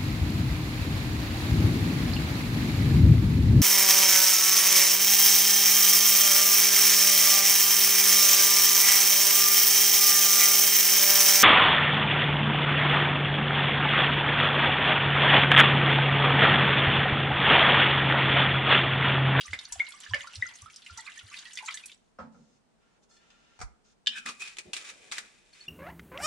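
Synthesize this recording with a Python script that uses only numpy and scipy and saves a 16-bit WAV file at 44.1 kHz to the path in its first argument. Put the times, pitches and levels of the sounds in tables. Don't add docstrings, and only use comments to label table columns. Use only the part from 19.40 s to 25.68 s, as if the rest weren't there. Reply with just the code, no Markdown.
import sys
import numpy as np
from scipy import signal
from scipy.fft import rfft, irfft, next_fast_len
from scipy.io import wavfile
from scipy.ndimage import map_coordinates

SR = 44100
rng = np.random.default_rng(int(sys.argv[2]) if len(sys.argv) > 2 else 0)


def master(y):
    cut = np.clip(np.atleast_2d(y).T, -1, 1)
    pcm = np.round(cut * 32767)
    wavfile.write(sys.argv[1], SR, pcm.astype(np.int16))


N = 276948

# (frequency [Hz], level [dB])
ROOM_TONE = [(15, -35), (25, -2.5), (53, -5.5), (86, -16), (109, -10), (224, -3.5), (309, -12), (354, -10),
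             (488, -11), (573, -15), (637, -11.5), (2240, -24.5), (8780, -31), (15000, -56.5)]
# (frequency [Hz], t60 [s])
ROOM_DECAY = [(150, 0.78), (1000, 0.42), (4000, 0.26), (12000, 0.28)]
# (frequency [Hz], level [dB])
SIDE_EQ = [(100, -25), (500, -11.5), (1200, -15), (2200, -20), (4500, -15.5), (8000, 0.5), (12000, -3)]
# (frequency [Hz], gain [dB])
TREBLE_DIP_EQ = [(30, -1), (100, -0.5), (6000, 0), (8000, 0.5), (10200, 0), (11300, -3.5), (12500, -5.5),
                 (14300, -1)]

# (time [s], pitch [Hz])
WHISTLE_PITCH = [(3.86, 7000), (3.945, 6550), (3.99, 6800), (4.044, 6700), (4.118, 7200), (4.19, 6740)]
# (time [s], length [s], level [dB], brightest frequency [Hz], attack [s])
PALM_SLIDES = [(2.916, 0.26, -77.5, 6380, 0.013), (3.389, 0.19, -77, 2190, 0.03),
               (3.621, 0.021, -71.5, 6920, .01), (3.686, 0.088, -68.5, 8100, 0.02),
               (3.758, 0.457, -69.5, 2620, 0.064), (3.902, .004, -63.5, 3000, .002),
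               (4.437, 0.088, -72, 5500, .016)]
# (frequency [Hz], level [dB])
SKIN_EQ = [(410, -31), (700, -7), (1280, 0), (1410, 4.5), (1640, -2.5), (4150, -6), (5820, -6.5),
           (6680, -5.5), (14000, -39)]
# (time [s], length [s], level [dB])
GRIPS = [(3.55, 0.63, -70.5), (4.865, .035, -51), (5.18, 0.011, -55), (5.255, 0.045, -52.5),
         (5.33, 0.515, -58.5), (5.9, 0.41, -69.5)]
# (time [s], level [dB], pitch [Hz], half width [s])
FINGER_BUMPS = [(4.893, -45.5, 211, 0.0024), (5.258, -57, 206, 0.0063), (5.275, -55, 86, 0.0083),
                (5.285, -53.5, 366, 0.017), (5.288, -49.5, 189, 0.007)]
# (time [s], level [dB])
FINGER_TAPS = [(3.628, -72), (3.708, -58), (3.733, -62.5), (3.764, -55.5)]
# (frequency [Hz], level [dB], t60 [s])
GLASS_MODES = [(1775, -9, 0.27), (3460, -4.5, 0.18), (4330, -1.5, 0.13), (5060, -5.5, 0.15),
               (5383, -11, 0.15)]

# (time [s], level [dB])
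SCUFFS = [(4.191, -48.5), (4.203, -45.5), (4.214, -34.5), (4.222, -40), (4.236, -66)]
# (frequency [Hz], level [dB])
SCUFF_EQ = [(88, -46), (150, 2.5), (318, -48), (477, -5.5), (567, -31.5), (714, -4.5), (1270, -3.5),
            (1670, -12), (1770, -19.5), (2310, -5.5), (2810, -27.5), (5720, -13), (10000, -29),
            (13400, -51), (15000, -52)]
# (time [s], level [dB], pitch [Hz], half width [s])
COUNTER_THUDS = [(4.205, -50.5, 90.3, 0.0083), (4.237, -45, 86.8, 0.0095), (4.255, -42, 44, 0.017),
                 (4.31, -61, 61.2, 0.034)]

# (time [s], level [dB])
SPOON_HITS = [(2.786, -40), (2.797, -42.5), (2.945, -59)]
# (frequency [Hz], level [dB], t60 [s])
SPOON_MODES = [(507, -0.5, 0.35), (626, 5.5, 0.027), (877, -11.5, 0.94), (1107, -2.5, 0.17),
               (1285, 6, 0.12), (1384, 3.5, 0.097), (1630, -12.5, 0.071), (5230, -14, 0.12)]
# (frequency [Hz], level [dB])
CLUNK_EQ = [(100, -17), (240, -12), (380, -17.5), (520, 3.5), (800, 0), (1350, -1.5), (1900, -11.5),
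            (3000, -23.5), (5200, -24.5), (8000, -32.5), (12000, -78)]
# (time [s], level [dB], pitch [Hz], half width [s])
STOVE_THUD = [(2.82, -52, 81, 0.02)]
# (frequency [Hz], width [Hz], level [dB])
ROCKING_MODES = [(146, 34, -8.5), (184, 40, -4.5), (227, 13.6, 4), (261, 32, -6), (486.5, 14, -8.5),
                 (569, 13, -17)]

# (time [s], level [dB])
CAP_CLINKS = [(4.661, -32), (4.6695, -16.5), (4.67116, -14.5), (4.6758, -18)]
# (frequency [Hz], level [dB], t60 [s])
CLINK_MODES = [(1667, -8, 0.054), (2270, -10.5, 0.021), (2840, -8, 0.09), (3058, 6.5, 0.039),
               (3510, 2.5, 0.033), (3624, 0, 0.029), (4120, -13.5, 0.046), (4620, -3, .035),
               (5230, -8, 0.04)]
# (frequency [Hz], level [dB])
CRACK_EQ = [(300, -45), (900, -18), (1600, -2), (3300, 11), (4500, 3), (7500, -3), (10300, -21),
            (12000, -43), (15000, -47)]
# (frequency [Hz], level [dB], t60 [s])
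RING_OUT_MODES = [(3040, -6, 0.44), (3080, 8, 0.24), (3350, -12, 0.26), (3660, -8, 0.25), (5250, -8, 0.44)]
# (time [s], length [s], level [dB])
BOTTLE_HUMS = [(4.675, 0.028, -60), (4.775, 0.023, -59), (4.852, 0.045, -57)]
# (time [s], length [s], level [dB])
TWISTS = [(4.712, 0.042, -49.5), (4.752, 0.03, -36.5), (4.854, 0.04, -37.5), (4.994, 0.023, -39.5),
          (5.012, 0.015, -36), (5.04, 0.027, -43.5), (5.068, 0.014, -42.5), (5.09, 0.045, -53.5),
          (5.35, 0.079, -48.5), (5.44, 0.059, -46), (5.485, 0.011, -40), (5.712, 0.079, -43.5),
          (6.125, 0.13, -58)]
# (time [s], length [s], level [dB])
THREAD_GLIDES = [(4.69, 0.41, -56), (5.225, 0.053, -63), (5.34, 0.53, -57.5), (5.9, 0.35, -66.5)]
# (frequency [Hz], level [dB])
THREAD_EQ = [(120, -70), (200, -9), (320, -21), (370, -3.5), (530, -14.5), (946, -10), (1150, -5.5),
             (1460, -10), (2510, -12), (3230, -14), (3730, -5), (7550, -3.5), (10100, -9), (14000, -31),
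             (15000, -73)]
# (time [s], loose [dB], riding [dB], damped [dB], grit [dB])
SHELL_MIX = [(4.741, 0.5, 0, -25, -19), (4.764, -17, -6, -27, -19), (4.8, -9, 0, -20, -17),
             (4.86, -20, -12.5, -3, -21), (5.0, -24, -3.5, -18, -8.5), (5.08, -20, -6.5, -3, -19.5),
             (5.3, -15, -25, -1.5, -13)]
# (frequency [Hz], width [Hz], level [dB])
SEATED_MODES = [(1890, 550, -8), (2250, 62, 0), (2470, 300, 4)]
# (time [s], level [dB], pitch [Hz], t60 [s])
THREAD_CATCHES = [(4.782, -41.5, 2480, 0.055), (4.861, -36.5, 1380, 0.035), (4.8871, -39, 2500, 0.12),
                  (4.898, -42, 1250, 0.018), (5.019, -40.5, 2515, 0.034), (5.17, -45.5, 2300, 0.042),
                  (5.1843, -35, 2340, 0.063), (5.3322, -32, 2740, 0.09), (5.3659, -36, 2570, 0.089),
                  (5.7155, -40.5, 2600, 0.047), (5.7207, -34, 2160, 0.077), (5.7819, -32.5, 1920, 0.053)]
# (time [s], level [dB], pitch [Hz])
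RIM_TICKS = [(4.8617, -22.5, 1920), (4.8876, -31, 3760), (5.0113, -34, 6400), (5.169, -34, 3200),
             (5.1845, -36, 4230), (5.333, -22, 3760), (5.3657, -26.5, 3700), (5.4782, -43, 3950),
             (5.7153, -26, 3800), (5.7215, -25.5, 3600), (5.772, -38, 2500), (5.7822, -24, 1890)]
# (time [s], level [dB], pitch [Hz], half width [s])
CAP_SQUEAKS = [(5.024, -39, 2514, 0.019), (6.137, -51.5, 4350, 0.0048), (6.213, -42.5, 4380, 0.0049),
               (6.226, -55, 4420, 0.0074), (6.27, -53.5, 3520, 0.0042)]
# (frequency [Hz], level [dB])
SNAP_EQ = [(300, -13.5), (1200, -2), (3500, 0.5), (8500, -3.5), (10500, -9), (12000, -25), (15000, -38.5)]

# (time [s], level [dB])
STREAM_LEVEL = [(0, -55.5), (.8, -55.5), (1.13, -57), (1.4, -62), (1.62, -55.5), (1.86, -61), (2.0, -53.5),
                (2.13, -59), (2.31, -52), (2.52, -64.5), (2.57, -79), (2.72, -84.5)]
# (time [s], level [dB], pitch [Hz])
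PAN_SPLATS = [(.0094, -27.5, 3235), (0.1332, -31.5, 3600), (0.1895, -30.5, 3700), (0.3231, -24.5, 6360),
              (0.394, -33.5, 3400), (0.487, -39.5, 9430), (0.5216, -38.5, 3330), (0.602, -38.5, 7200),
              (0.635, -35.5, 3080), (0.7438, -29.5, 2930), (0.7433, -32.5, 4780), (0.806, -35.5, 3420),
              (0.872, -38, 4640), (0.9342, -37, 3020), (0.955, -31.5, 4230), (1.0889, -39.5, 3220),
              (1.1134, -46, 2070), (1.1543, -40, 6510), (1.186, -47.5, 3120), (1.3, -44, 2380),
              (1.3605, -36, 5430), (1.4202, -43, 3520), (1.463, -34, 2874), (1.5748, -31, 5970),
              (1.719, -39.5, 2800), (1.7595, -42, 2280), (1.7924, -36.5, 3340), (1.9407, -32.5, 2480),
              (1.9677, -34.5, 3900), (1.9882, -33.5, 3730), (2.054, -37, 3270), (2.1087, -40, 3400),
              (2.1326, -37, 6830), (2.1546, -37, 6400), (2.1732, -28, 3410), (2.1881, -28.5, 2418),
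              (2.2505, -42, 7500), (2.2603, -32.5, 6750), (2.308, -33.5, 3720), (2.323, -37, 3550),
              (2.3426, -30, 6340), (2.372, -32.5, 3640), (2.397, -40.5, 2850), (2.458, -34, 8150),
              (2.4958, -42.5, 2650), (2.517, -40.5, 3580)]
# (frequency [Hz], level [dB])
SPLASH_EQ = [(200, -18.5), (400, -18.5), (700, -18.5), (1000, -27.5), (1400, -10), (2000, -4), (3700, -6),
             (6200, -4), (8500, -9), (10300, -6.5), (12000, -14.5), (15000, -39)]
# (frequency [Hz], level [dB])
WASH_EQ = [(400, -27.5), (900, -8.5), (1900, -2.5), (3400, -5.5), (5000, -10.5), (9000, -14.5),
           (14000, -34.5)]
# (frequency [Hz], width [Hz], level [dB])
PAN_MODES = [(1410, 110, -6.5), (1950, 87, 6), (3480, 460, -8)]
# (delay [s], level [dB])
PAN_ECHOES = [(.0102, -8), (0.0195, -24)]
# (time [s], level [dB], pitch [Hz], swell [s], life [s], rise over that life [share], left-right [dB])
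BIG_BUBBLES = [(0.049, -48.5, 1205, 0.005, 0.021, 0.000079, -5),
               (0.0804, -38, 1890, 0.0003, 0.0052, 0.085, -3),
               (0.132, -22, 1946, 0.00031, 0.0061, 0.14, -3.5),
               (0.1321, -24.5, 1815, 0.00015, 0.0024, 0.031, -2),
               (.141, -40, 2270, .0008, 0.0053, 0.027, 10), (.19, -29.5, 3680, 0.00026, 0.0028, 0, -2),
               (0.3231, -35, 7600, 0.00014, 0.0015, 0, 11), (0.319, -50, 940, 0.0011, 0.015, 0.025, -12),
               (.356, -45, 710, 0.0024, 0.0092, 0.018, -2),
               (.3985, -23.5, 2070, 0.00047, 0.0034, 0.02, -2.5),
               (0.401, -15.5, 2166, 0.0069, 0.0067, 0.00012, -1),
               (0.537, -46, 1146, 0.0034, 0.01, 0.017, -3),
               (0.663, -37.5, 1640, 0.00054, 0.0045, 0.061, -6),
               (0.708, -47, 993, 0.0019, 0.034, 0.051, -4), (.736, -20, 1727, 0.00011, 0.0088, 0.032, -6.5),
               (0.7361, -25, 2920, 0.00019, 0.0046, 0.047, -1),
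               (.744, -24, 2190, 0.00025, 0.0066, 0.0069, -2), (.745, -41.5, 577, 0.0016, 0.022, 0, -1),
               (0.805, -39.5, 1960, .001, 0.0082, 0.066, 5), (0.842, -38, 1046, 0.001, 0.0075, 0.11, -4),
               (.871, -38, 1352, .002, 0.0079, 0.056, -4), (1.0235, -18, 1962, 0.0011, 0.0065, 0.02, 6),
               (1.056, -41.5, 1410, 0.0027, 0.0066, 0.0044, -7),
               (1.222, -54, 1105, 0.0033, 0.013, 0.052, 10), (1.259, -44, 1220, 0.00079, 0.013, 0.13, -8),
               (1.497, -42.5, 1390, 0.0022, 0.01, 0.0069, -2),
               (1.571, -48.5, 1266, 0.0057, 0.015, 0.063, -9),
               (1.579, -45.5, 900, 0.0039, 0.024, 0.005, -4), (1.589, -38.5, 1937, 0.003, 0.0099, 0, -2),
               (1.769, -43.5, 1733, 0.007, 0.016, 0.078, -7), (1.911, -50, 1153, 0.0042, 0.016, 0.0068, -3),
               (2.055, -45, 1905, .002, 0.042, 0.0036, -4), (2.172, -34.5, 1990, 0.001, 0.0059, 0.0034, -3),
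               (2.205, -49, 1015, 0.0015, 0.033, 0.025, -8), (2.227, -43.5, 851, 0.00087, 0.021, 0.035, 2),
               (2.278, -39.5, 1286, 0.003, 0.019, 0.032, -2),
               (2.308, -37, 2210, 0.00034, 0.0049, 0.0095, 5), (2.342, -42.5, 1720, .002, 0.0085, .02, -5),
               (2.342, -34.5, 6330, .0002, 0.0021, 0.027, -5),
               (2.372, -38.5, 1950, 0.0014, 0.0057, 0.058, -2), (2.436, -40, 2430, 0.0027, 0.0063, .04, -2)]
# (time [s], level [dB], pitch [Hz], half width [s])
GLUG_THROBS = [(0.119, -41, 91, 0.024), (0.332, -54, 41.5, 0.018), (0.381, -49.5, 77, 0.017),
               (0.723, -36, 102, 0.02), (0.99, -38.5, 95, 0.017), (1.048, -62, 86.6, 0.02),
               (1.236, -46, 98, 0.011), (1.528, -46, 83.6, 0.017), (1.849, -47, 94, 0.012)]
# (time [s], level [dB])
NECK_GULPS = [(0.133, -41.5), (0.395, -43), (.737, -42), (1.024, -49)]
# (frequency [Hz], level [dB])
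NECK_EQ = [(100, -19.5), (180, -13.5), (250, -7.5), (400, -13.5), (600, -3.5), (1000, -13.5), (2000, 1),
           (4000, -17.5), (10000, -46)]


def amp(db):
    return 10 ** (np.asarray(db) / 20)


def unit(x):
    return x / np.sqrt(np.mean(x ** 2) + 1e-20)


def along(points, hz):
    f, v = np.transpose(points)
    return np.interp(np.log(hz + 1), np.log(f + 1), v)


def clock():
    return np.arange(SR // 2) / SR


def fade(t60):
    return np.exp(-np.log(1000) * clock() / t60)


def wobble(rate):
    return map_coordinates(rng.standard_normal(int(N * rate / SR) + 4), [np.arange(N) * rate / SR])


def strokes(rows, attack, release):
    t, power = np.arange(N) / SR, np.zeros(N)
    for s, length, db in rows:
        rise = np.clip((t - s) / attack, 0, 1)
        fall = np.exp(-np.log(1000) * np.clip((t - s - length) / release, 0, 2))
        power += (amp(db) * rise * fall) ** 2
    return np.sqrt(power)


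def add(track, s, sound):
    part = track[..., max(round(s * SR), 0):][..., :sound.shape[-1]]
    part += sound[..., :part.shape[-1]]


def lean(db):
    return amp([[db / 2], [-db / 2]])


def spread(pair, side):
    return unit(np.array([pair[0] + side * pair[1], pair[0] - side * pair[1]]))


def noise(size, side):
    return spread(rng.standard_normal((2, size)), side)


def filtered(x, response):
    n = x.shape[-1]
    padded = next_fast_len(n + 8192)
    return irfft(rfft(x, padded) * response(np.fft.rfftfreq(padded, 1 / SR)), padded)[..., :n]


def coloured(x, eq):
    return unit(filtered(x, lambda hz: amp(along(eq, hz))))


def resonance(f, hz, width):
    return 1j * f * width / (hz * hz - f * f + 1j * f * width)


def band(x, hz, width, order=1, bleed=0):
    return unit(filtered(x, lambda f: bleed + resonance(f, hz, width) ** order))


def body(x, modes):
    return filtered(x, lambda f: sum((-1) ** k * amp(db) * resonance(f, hz, width)
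                                     for k, (hz, width, db) in enumerate(modes)))


def throbs(rows, glide=0, arch=0):
    t, out = np.arange(N) / SR, np.zeros(N)
    for s, db, hz, half in rows:
        near = np.abs(t - s) < 4 * half
        u = (t[near] - s) / half
        cycles = hz * half * (u + glide * u * u - arch * u ** 3)
        out[near] += amp(db) * np.exp(-u * u) * np.cos(2 * np.pi * cycles)
    return out


def strike(hits, modes, crack_eq, crack_db, crack_t60, attack):
    out, t = np.zeros((2, N)), clock()
    onset = 1 - np.exp(-(t / attack) ** 2)
    for s, db in hits:
        ring = onset * sum(amp(level + rng.normal(0, 1.4, (2, 1))) * np.sin(2 * np.pi * hz * t)
                           * fade(t60) for hz, level, t60 in modes)
        crack = amp(crack_db) * coloured(noise(SR // 2, side=0.85), crack_eq) * fade(crack_t60) * onset
        add(out, s, amp(db) * (ring / np.abs(ring).max() + crack))
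    return out


def tick(hz, cycles, snap_db):
    t = clock()
    ring = np.sin(2 * np.pi * hz * t) * np.exp(-t * hz / cycles) * (1 - np.exp(-2 * t * hz))
    sound = ring + amp(snap_db) * coloured(noise(SR // 2, side=0.8), SNAP_EQ) * fade(t60=0.0028)
    return sound / np.abs(sound).max()


def room_tone():
    return amp(-68.5) * coloured(noise(N, side=1.0), ROOM_TONE)


def kitchen(x, early_db, tail_db):
    hz, t, spectrum = signal.stft(rng.standard_normal((2, SR // 2)), SR, nperseg=256)
    decay = np.exp(-np.log(1000) * t / along(ROOM_DECAY, hz)[:, None])
    tail = signal.istft(spectrum * decay, SR, nperseg=256)[1][:, :SR // 2]
    tail *= np.minimum(clock() / 0.0021, 1)
    reverb = amp(tail_db) * tail / np.linalg.norm(tail[0])
    for channel in reverb:
        delays = (rng.uniform(.003, .025, 8) * SR).astype(int)
        channel[delays] += amp(early_db) * rng.choice([-1, 1], 8)
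    return x + signal.fftconvolve(x, reverb, axes=1)[:, :N]


def mic_ports(x):
    side = filtered(x.mean(axis=0), lambda f: amp(along(SIDE_EQ, f)) * np.exp(-2j * np.pi * f * .0013))
    return x + np.array([side, -side])


def whistle():
    hz = np.interp(np.arange(N) / SR, *np.transpose(WHISTLE_PITCH)) * (1 + .004 * wobble(rate=50))
    level = strokes([(3.5, 0.327, -87)], attack=.06, release=.1) * amp(8.6 * wobble(rate=50))
    return level * unit(np.sin(2 * np.pi * np.cumsum(hz) / SR))


def hands():
    wall = rng.standard_normal(SR // 2) * fade(t60=0.098)
    wall[0] += 14
    rub = coloured(signal.fftconvolve(noise(N, side=0.9), wall[None], axes=1)[:, :N], SKIN_EQ)
    hiss = sum(strokes([(s, length, db)], attack, release=0.09) * band(rub, hz, 0.9 * hz, bleed=0.39)
               for s, length, db, hz, attack in PALM_SLIDES)
    rustle = coloured(noise(N, side=0.68), [(100, -24), (250, -1), (450, 2.5), (800, -3.5), (1600, -40)])
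    return amp(3.5) * hiss + amp(-6) * strokes(GRIPS, attack=0.0019, release=0.19) * rustle


def counter_thuds():
    thud = throbs(COUNTER_THUDS, glide=-.02)
    side = amp(5.5) * filtered(thud, lambda hz: np.exp(-2j * np.pi * hz * 0.0031))
    return thud + np.array([-side, side])


def cap_pickup():
    out = np.zeros((2, N))
    for s, db in SCUFFS:
        add(out, s, amp(db) * coloured(noise(SR // 2, side=0.73), SCUFF_EQ) * fade(t60=0.078))
    return out


def spoon():
    t = np.arange(N) / SR
    rumble = coloured(noise(N, side=0.12), [(80, -22), (140, 1), (580, -1), (900, -36)])
    hum = unit(body(rumble, ROCKING_MODES))
    knock = strike(SPOON_HITS, SPOON_MODES, CLUNK_EQ, crack_db=-8, crack_t60=0.25, attack=0.0013)
    start_s, crest_s, period_s, fade_db_per_s = 2.785, 2.835, 0.165, 39
    swing_db = 4.5 * np.cos(2 * np.pi * (t - crest_s) / period_s)
    fade_db = fade_db_per_s * np.maximum(t - start_s, 0)
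    rocking = strokes([(start_s, 0.33, -52)], attack=0.01, release=0.27) * amp(swing_db - fade_db)
    return amp(3.5) * knock + rocking * hum + throbs(STOVE_THUD)


def bottle():
    taps = strike(FINGER_TAPS, GLASS_MODES, CRACK_EQ, crack_db=-16.5, crack_t60=0.042, attack=0.003)
    clink = strike(CAP_CLINKS, CLINK_MODES, CRACK_EQ, crack_db=-4.5, crack_t60=0.018, attack=0.00055)
    s, db = max(CAP_CLINKS, key=lambda row: row[1])
    ring = sum(amp(level) * np.sin(2 * np.pi * hz * clock()) * fade(t60) * wobble(rate=340)[:SR // 2]
               for hz, level, t60 in RING_OUT_MODES)
    add(clink, s, amp(db - 25) * ring)
    hum = band(noise(N, side=0.17), hz=226, width=38, order=2)
    return taps + clink * lean(1) + strokes(BOTTLE_HUMS, attack=.008, release=0.19) * hum


def cap_hollow():
    start_s, length_s, open_hz, seated_hz = 4.7, 0.21, 1722, 1122
    sunk = np.clip((np.arange(N) / SR - start_s) / length_s, 0, 1) ** 1.6
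    hz = open_hz + (seated_hz - open_hz) * sunk
    level = strokes([(start_s, length_s, -5)], attack=.01, release=0.046)
    flutter = unit(filtered(noise(N, side=0.84), lambda f: 1 / (1 + (f / 190) ** 4)))
    return level * unit(flutter * np.sin(2 * np.pi * np.cumsum(hz) / SR))


def screw_cap():
    t = np.arange(N) / SR
    shell = noise(SR // 2, side=0.67) * fade(t60=0.049)
    shell = 0.34 * shell / np.linalg.norm(shell[0])
    shell[:, 0] += 1

    def through_shell(x):
        return coloured(signal.fftconvolve(x, shell, axes=1)[:, :x.shape[1]], THREAD_EQ)

    slips = (rng.random((2, N)) < 1300 / SR) * rng.standard_normal((2, N))
    grit = through_shell(spread(slips, side=0.89) + 1.04 * noise(N, side=0.33))
    loose = unit(filtered(grit, lambda f: resonance(f, 2950, 170) - 0.51 * resonance(f, 3820, 358)))
    riding = band(grit, hz=2510, width=90)
    damped = unit(0.38 * unit(body(grit, SEATED_MODES)) + band(grit, hz=2200, width=730))
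    when, *faders = np.transpose(SHELL_MIX)
    layers = (loose, riding, damped, grit)
    scrape = sum(amp(np.interp(t, when, db)) * layer for db, layer in zip(faders, layers))
    twists = strokes(TWISTS, attack=0.0095, release=0.084)
    glides = strokes(THREAD_GLIDES, attack=0.023, release=0.6)
    out = np.hypot(twists, glides) * (scrape + cap_hollow())
    for s, db, hz, t60 in THREAD_CATCHES:
        rasp = through_shell(noise(SR // 2, side=0.75))
        ring = band(rasp, hz, width=730)
        add(out, s, amp(db) * (0.46 * rasp + 1.27 * ring) * fade(t60) * (1 - fade(t60=0.0018)))
    for s, db, hz in RIM_TICKS:
        add(out, s, amp(db) * tick(hz, cycles=2.3, snap_db=-8.5))
    return (out + throbs(CAP_SQUEAKS)) * lean(1)


def bubble(hz, t60, swell, rise):
    t = clock()
    tone = np.sin(2 * np.pi * np.cumsum(hz * (1 + rise * np.minimum(t / t60, 1))) / SR)
    return tone * fade(t60) * (1 - np.exp(-(t / swell) ** 2))


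def droplets(rate, hz, scatter, cycles, size_db, rise, clump_db):
    end = STREAM_LEVEL[-1][0]
    when, big, place, up, down = rng.random((int(rate * end), 5)).T[:, :, None]
    pitch = np.minimum(hz * np.exp(scatter * (up - down)), SR / 3)
    k = np.arange(SR // 40)
    age = k / SR * pitch / cycles
    size = amp(-size_db * np.log(1 - .95 * big))
    envelope = np.exp(-np.log(1000) * age) * (1 - np.exp(-cycles * age / 2))
    grains = size * envelope * np.sin(2 * np.pi * cycles * age * (1 + rise * age))
    index = ((when * end * SR).astype(int) + k).ravel()
    shower = np.array([np.bincount(index, (grains * share).ravel(), N)[:N]
                       for share in (.5 + place, 1.5 - place)])
    clumps = amp(clump_db * wobble(rate=SR / 800))
    eq = [(300, -9), (900, -12), (7500, 3), (10500, -8.5), (12000, -10.5), (15000, -27)]
    return coloured(shower * clumps, eq) * np.sqrt(end * SR / N)


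def spatter(rate, size_db, t60, hz, octaves, count):
    n = int(STREAM_LEVEL[-1][0] * SR)
    wet, out = coloured(noise(N, side=0.23)[:, :n], SPLASH_EQ), np.zeros((2, n))
    for centre in hz * 2 ** (octaves * np.linspace(-.5, .5, count)):
        chance, size = rng.random((2, N))[:, :n]
        slaps = (chance < rate / count / SR) * amp(size_db * (2 * size - 1))
        puffs = np.sqrt(np.abs(signal.fftconvolve(slaps ** 2, fade(t60) ** 2)[:n]))
        out += band(wet * puffs, centre, width=0.37 * centre, order=2)
    return np.pad(unit(out), ((0, 0), (0, N - n)))


def splat(hz, scatter, late, count):
    fizz = np.zeros((2, SR // 2))
    for k, (detune, delay, place) in enumerate(rng.standard_normal((count, 3))):
        trails = k > 0
        pitch = min(hz * np.exp(scatter * detune * trails), SR / 4)
        ping = bubble(pitch, t60=0.043, swell=0.000098, rise=0.01)
        add(fizz, late * abs(delay) * trails, amp(-3 * trails) * lean(2 * place) * ping)
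    wet = coloured(noise(SR // 2, side=0.14), SPLASH_EQ)
    slap = band(wet, hz, width=0.42 * hz, bleed=0.099) * fade(t60=0.06)
    return amp(-11) * slap + amp(-9) * fizz + amp(-8) * tick(hz, cycles=4, snap_db=-10.5)


def stream():
    t = np.arange(N) / SR

    def pulses(lag, width):
        return np.max([np.exp(-((t - s - lag) / width) ** 2) for s, *_ in GLUG_THROBS], axis=0)

    level_db = np.interp(t, *np.transpose(STREAM_LEVEL), left=-120, right=-120)
    flow = amp(level_db - 1.5 * pulses(lag=0, width=0.014))
    opening = amp(STREAM_LEVEL[0][1])
    surge_db = 3.5 * pulses(lag=0.058, width=0.044)
    burble = opening * (flow / opening) ** 1.6 * amp(2 + surge_db)
    return burble, flow


def in_pan(x):
    tail = noise(SR // 2, side=0.32) * fade(t60=0.12)
    lingering = signal.fftconvolve(x, tail / np.linalg.norm(tail[0]), axes=1)[:, :N]
    return x + amp(-5) * body(lingering, PAN_MODES)


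def splash():
    out = np.zeros((2, N))
    for s, db, hz in PAN_SPLATS:
        add(out, s, amp(db) * lean(-1.5) * splat(hz, scatter=.17, late=0.0037, count=5))
    burble, spray = stream()
    low_drops = droplets(rate=1100, hz=1957, scatter=.8, cycles=42, size_db=6.5, rise=.004, clump_db=8)
    high_drops = droplets(rate=980, hz=5483, scatter=.8, cycles=93, size_db=8.5, rise=.003, clump_db=7)
    low_slaps = spatter(rate=120, size_db=2.5, t60=0.081, hz=1694, octaves=1.6, count=4)
    mid_slaps = spatter(rate=110, size_db=14, t60=0.11, hz=3600, octaves=0.4, count=3)
    high_slaps = spatter(rate=80, size_db=-1, t60=0.0706, hz=7300, octaves=0.54, count=3)
    wash = amp(-7 + 3.5 * wobble(rate=45)) * coloured(noise(N, side=0.97), WASH_EQ)
    out += burble * (amp(-2) * low_drops + amp(-9.5) * low_slaps) * lean(-2.1)
    out += spray * (amp(-1) * high_drops + amp(-4) * mid_slaps + amp(-8) * high_slaps) * lean(-.84)
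    return in_pan(out + spray * wash)


def plops():
    out, t = np.zeros((2, N)), clock()
    flutter = spread(np.array([wobble(rate=420), wobble(rate=420)]), side=.6)
    calm_s, churn_hz, churn_db, churn_per_s = 0.051, 90.6, 4.5, 360
    unrest = np.minimum(t / calm_s, 1)
    for s, db, hz, swell, life, rise, lean_db in BIG_BUBBLES:
        pitch = hz * (1 + rise * t / life) + churn_hz * unrest * wobble(churn_per_s)[:len(t)]
        envelope = (1 - np.exp(-(t / swell) ** 2)) * np.exp(-(t / life) ** 2)
        ring = np.sin(2 * np.pi * np.cumsum(pitch) / SR) * envelope
        ring = ring / np.abs(ring).max() * amp(churn_db * unrest * wobble(churn_per_s)[:len(t)])
        tail = bubble(hz * (1 + rise / 2), t60=0.17, swell=0.0097, rise=0)
        echo = tail * flutter[:, round(s * SR):][:, :len(t)]
        add(out, s, amp(db) * lean(lean_db) * (ring + amp(-19.5) * echo))
        for delay, wall_db in PAN_ECHOES:
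            add(out, s + delay, amp(db + wall_db) * ring)
    return out


def gulps():
    out = np.zeros((2, N))
    for s, db in NECK_GULPS:
        add(out, s, amp(db) * coloured(noise(SR // 2, side=0.27), NECK_EQ) * fade(t60=0.12))
        add(out, s, amp(db - 6) * bubble(hz=240, t60=0.059, swell=0.0018, rise=.03))
    return out


def glugs():
    slosh = band(noise(N, side=.45), hz=78.4, width=80, order=2)
    spans = [(s - 2 * half, 3 * half, db) for s, db, hz, half in GLUG_THROBS]
    swell = strokes(spans, attack=.04, release=0.38)
    return throbs(GLUG_THROBS, glide=0.066, arch=0.03) + amp(-20) * swell * slosh


def scene():
    near = plops() + gulps() + splash() + spoon() + cap_pickup() + screw_cap() + bottle()
    low_end = glugs() + counter_thuds() + throbs(FINGER_BUMPS)
    air = room_tone()
    in_room = mic_ports(kitchen(near, early_db=-20.5, tail_db=-12))
    return in_room + low_end * lean(-.7) + hands() + whistle() + air


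def record(dry):
    heard = filtered(dry, lambda hz: amp(along(TREBLE_DIP_EQ, hz)))
    return filtered(heard, lambda hz: 1 / np.sqrt(1 + (hz / 15000) ** 80))


dry = scene()
out = record(dry)
master(out)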